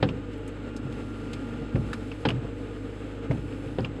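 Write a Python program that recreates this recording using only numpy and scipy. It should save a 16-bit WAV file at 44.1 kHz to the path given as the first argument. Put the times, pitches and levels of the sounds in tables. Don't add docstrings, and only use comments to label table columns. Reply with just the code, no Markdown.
import sys
import numpy as np
from scipy import signal
from scipy.fft import rfft, irfft, next_fast_len
from scipy.io import wavfile
from scipy.ndimage import uniform_filter1d

SR = 44100
rng = np.random.default_rng(int(sys.argv[2]) if len(sys.argv) > 2 else 0)


def transcribe(u):
    v = np.clip(np.atleast_2d(u).T, -1, 1)
    q = np.round(v * 32767).astype(np.int16)
    wavfile.write(sys.argv[1], SR, q)


N = 176400


def wiper_strokes():
    # (start t/s, end t/s, fade/s, hiss level/dB, whir level/dB)
    strokes = [(0.77, 1.713, 0.18, -62.5, -46.5), (1.737, 2.265, 0.03, -60, -47),
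               (2.44, 3.24, 0.13, -64.5, -52), (3.283, 3.86, 0.029, -61, -43)]
    # (f/Hz, level/dB)
    rub_spectrum = [(300, -1), (1200, -6), (2800, -2.5), (4500, -8.5), (6500, -10.5), (8500, -12.5),
                    (10500, -15.5), (12500, -27), (15000, -35)]
    # (f/Hz, level/dB)
    whir_spectrum = [(60, -11), (130, 27), (200, 1), (290, 26), (380, -5.5), (480, 4.5), (650, -42),
                     (1500, -36.5)]
    rub = noise(rub_spectrum) * undb(walk(42))
    whir = noise(whir_spectrum)
    return sum(gate(start, end, fade) * (undb(hiss_db) * rub + undb(whir_db) * whir)
               for start, end, fade, hiss_db, whir_db in strokes)


def blade_thumps():
    # (t/s, level/dB)
    thumps = [(.849, -29), (1.611, -30), (1.7453, -16.5), (1.793, -26.5), (2.436, -30), (3.3003, -16.5),
              (3.342, -28)]
    # (f/Hz, level/dB, t60/s)
    glass_modes = [(58.4, -13.5, 0.75), (101.3, -10.5, 0.3), (124.7, 0.5, 0.11), (142, -14, 0.48),
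                   (265.3, -12.5, 0.12), (426, -15.5, 0.048)]
    # (f/Hz, level/dB)
    thud_spectrum = [(40, -20), (130, -6), (300, -8.5), (550, -8.5), (900, -19.5), (2000, -36), (4000, -51),
                     (14000, -99)]
    out = np.zeros(N)
    for start, db in thumps:
        boom = ring(glass_modes, attack=0.0046)
        thud = undb(-12) * rattle(thud_spectrum, attack=0.016)
        add(out, start, undb(db) * (boom + thud))
    return out


def arm_landings():
    # (t/s, ring level/dB, clatter level/dB, clatter tilt/dB per octave)
    landings = [(0.0256, -13, -19.5, 1.4), (2.2509, -16, -20, 1.5), (3.783, -21.5, -25.5, -1.4)]
    # (f/Hz, level/dB, t60/s)
    cowl_modes = [(81, -11.5, 0.26), (114.6, -10, 0.37), (149.7, -15, 0.51), (213.7, -10.5, 0.19),
                  (289.3, -4.5, 0.12), (358, -8, 0.023), (477.7, -3.5, 0.072), (519, -5, 0.087),
                  (769, -13.5, 0.082), (1690, -22.5, 0.027)]
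    # (f/Hz, level/dB)
    clatter_spectrum = [(35, -54), (90, 6.5), (300, 2), (520, 5.5), (660, -13), (820, 1), (1100, -7.5),
                        (1600, -6.5), (2200, -15.5), (3000, -11), (4300, -20.5), (5300, -29), (6500, -42),
                        (14000, -67)]
    out = np.zeros(N)
    for start, ring_db, clatter_db, tilt in landings:
        tilted = [(hz, db + tilt * np.log2(hz / 500)) for hz, db in clatter_spectrum]
        clatter = undb(clatter_db) * rattle(tilted, attack=0.003)
        clunk = undb(ring_db) * ring(cowl_modes, attack=0.003)
        add(out, start, clunk + clatter)
    return out


def rubber_judder():
    # (start t/s, end t/s, f/Hz, level/dB)
    judders = [(0.828, 0.916, 136, -36), (2.296, 2.413, 123.4, -29), (3.252, 3.307, 266, -32)]
    out = np.zeros(N)
    for start, end, hz, db in judders:
        pitch = hz * (1 + 0.038 * walk(80))
        out += gate(start, end, ramp=0.036) * (tone(pitch, db) + tone(3 * pitch, db - 22))
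    return out


def relay_clicks():
    # (t/s, level/dB, ring f/Hz)
    clicks = [(0.0883, -26.5, 2770), (1.756, -32, 2140), (2.1155, -31, 2640), (2.2867, -19.5, 2880),
              (2.3028, -22.5, 2870), (3.310, -29, 2110), (3.523, -41, 2606), (3.805, -45, 4850),
              (3.846, -24.5, 2790)]
    # (multiple of its ring frequency, level/dB, t60/s)
    click_modes = [(0.879, -5, 0.02), (0.998, 0.5, 0.012), (1.13, -9, 0.021), (1.65, -19.5, 0.0044)]
    # (f/Hz, level/dB)
    housing_spectrum = [(400, 2.5), (1200, 0.5), (1900, -5.5), (2700, -1), (3300, -5), (4000, -13),
                        (6000, -18), (14000, -50)]
    attack_s = 0.0014
    out = np.zeros(N)
    for start, db, hz in clicks:
        ping = ring([(hz * ratio, mode_db, t60) for ratio, mode_db, t60 in click_modes], attack_s)
        housing = undb(-9.5) * rattle(housing_spectrum, attack_s)
        add(out, start, undb(db) * (ping + housing))
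    return out


def washer_pump():
    # (t/s, f/Hz)
    pump_speed = [(.55, 222), (.67, 233), (.778, 232), (.805, 226), (.94, 230.5), (1.17, 229.5), (1.3, 232),
                  (1.71, 233.4), (1.77, 228), (1.95, 231), (2.1, 226)]
    # (multiple of its speed, level/dB)
    pump_tones = [(1, -42), (2, -55.5), (5, -65), (6, -56), (12, -69)]
    hz = np.interp(np.arange(N) / SR, *np.array(pump_speed).T) * (1 + 0.001 * walk(25))
    whir = sum(tone(hz * order, db + walk(15.9)) for order, db in pump_tones)
    return whir * gate(0.54, 2.14, ramp=0.146)


def washer_spray():
    # (f/Hz, level/dB)
    spray_spectrum = [(300, -5), (1400, -0.5), (3000, -3), (5000, -12.5), (8000, -21), (14000, -43)]
    drops_per_s = 1700
    drops = (rng.random(N) < drops_per_s / SR) * rng.standard_normal(N)
    return undb(-60) * unit(colour(drops, spray_spectrum)) * gate(0.83, 2.18, ramp=0.069)


def trim_ticks():
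    # (t/s, level/dB, peak f/Hz)
    ticks = [(0.331, -58.5, 4500), (.376, -66, 11600), (0.476, -51.5, 8000), (0.7632, -45, 4800),
             (0.923, -50, 2800), (1.331, -38, 2550), (1.9304, -30.5, 1440), (2.286, -39.5, 3000)]
    # (f/Hz, level/dB)
    roll_off = [(8500, 0), (11000, -6), (15000, -19)]
    slope_db_per_octave = -9
    out = np.zeros(N)
    for start, db, hz in ticks:
        shape = [(hz * 0.33, -20), (hz, 0), (hz * 10, slope_db_per_octave * np.log2(10))]
        burst = colour(rng.standard_normal(SR // 2), shape)
        snap = unit(colour(burst, roll_off))
        add(out, start, undb(db) * snap * strike(attack=0.0021, t60=0.059))
    return out


def engine_idle():
    # (multiple of the crank rate, level/dB)
    orders = [(1, -47), (2, -43), (4, -42), (10, -56.5), (11, -49), (12, -45), (13, -55.5), (14, -53),
              (18, -66), (24, -63)]
    # (f/Hz, level/dB)
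    whines = [(843, -63), (1222, -62), (1432, -65)]
    crank_hz = 25.32
    speed = 1 + 0.002877 * walk(3)
    hum = sum(tone(crank_hz * order * speed, db + 0.1 * walk(12)) for order, db in orders)
    whine = sum(tone(hz * speed, db + 2.16 * walk(9)) for hz, db in whines)
    return hum + whine


def heater_fan():
    # (f/Hz, level/dB)
    fan_spectrum = [(30, -21), (70, -22), (115, -6), (180, -9), (225, -6.5), (272, 2.5), (335, -16),
                    (390, -10.5), (465, -2), (570, -15.5), (700, -21.5), (800, -20), (1050, -25.5),
                    (1350, -20.5), (2000, -27), (2750, -27), (4000, -37), (5000, -44), (8000, -44.5),
                    (11000, -61), (15000, -65)]
    return noise(fan_spectrum) * undb(-39 + 1.22 * walk(40))


def rattle(points, attack):
    # (f/Hz, t60/s)
    cabin_decay = [(80, 0.9), (250, 0.48), (600, 0.11), (1500, 0.086), (4000, 0.067), (12000, 0.088)]
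    burst = unit(colour(rng.standard_normal(SR // 2), points))
    spectrum, hz = rfft(burst), np.fft.rfftfreq(len(burst), 1 / SR)
    out = np.zeros(len(burst))
    for centre, t60 in cabin_decay:
        band = lookup([(f, f == centre) for f, _ in cabin_decay], hz)
        out += irfft(spectrum * band, len(burst)) * strike(attack, t60)
    return out


def ring(modes, attack, detune=0.005):
    t = np.arange(SR // 2) / SR
    out = np.zeros(len(t))
    for hz, db, t60 in modes:
        pitch = hz * (1 + detune * rng.standard_normal())
        out += undb(db) * strike(attack, t60) * np.sin(2 * np.pi * pitch * t)
    return out


def strike(attack, t60):
    t = np.arange(SR // 2) / SR
    rise = np.sin(np.pi / 2 * np.minimum(t / attack, 1)) ** 2
    return rise * np.exp(-np.log(1000) * np.maximum(t - attack, 0) / t60)


def gate(on, off, ramp):
    t = np.arange(N) / SR
    return np.clip(np.minimum(t - on, off - t) / ramp, 0, 1)


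def tone(hz, db):
    return np.sqrt(2) * undb(db) * np.sin(2 * np.pi * (np.cumsum(hz) / SR + rng.random()))


def walk(rate):
    hold = int(SR / rate)
    steps = np.repeat(rng.standard_normal(N // hold + 1), hold)
    return unit(uniform_filter1d(uniform_filter1d(steps, hold), hold)[:N])


def noise(points):
    return unit(colour(rng.standard_normal(N), points))


def colour(x, points):
    size = next_fast_len(len(x) + SR // 10)
    gain = undb(lookup(points, np.fft.rfftfreq(size, 1 / SR)))
    return irfft(rfft(x, size) * gain, size)[:len(x)]


def lookup(points, hz):
    freqs, values = np.array(points, float).T
    return np.interp(np.log(np.maximum(hz, 1)), np.log(freqs), values)


def undb(db):
    return 10 ** (np.asarray(db) / 20)


def unit(x):
    return x / np.sqrt(np.mean(x ** 2) + 1e-20)


def add(out, start, sound):
    i = max(int(start * SR), 0)
    out[i:i + len(sound)] += sound[:N - i]


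def scene():
    background = engine_idle() + heater_fan()
    washer = washer_pump() + washer_spray()
    wipers = wiper_strokes() + blade_thumps() + arm_landings() + rubber_judder() + relay_clicks()
    return (wipers + washer + trim_ticks() + background)[None]


def record(dry):
    # (f/Hz, level/dB)
    response = [(15, -24), (30, -8), (45, 0), (5000, 0), (5250, 2), (5500, -2), (5750, -14), (6050, -2),
                (6650, 0), (6880, -7), (7100, -1), (7550, 4), (8200, 0), (12000, 0), (13500, -3),
                (15000, -8)]
    top_hz = 15700
    sound = colour(dry[0] * gate(0, N / SR, ramp=0.003), response)
    low_pass = signal.ellip(8, 0.2, 80, top_hz, fs=SR, output="sos")
    return signal.sosfilt(low_pass, sound)[None]


dry = scene()
out = record(dry)
transcribe(out)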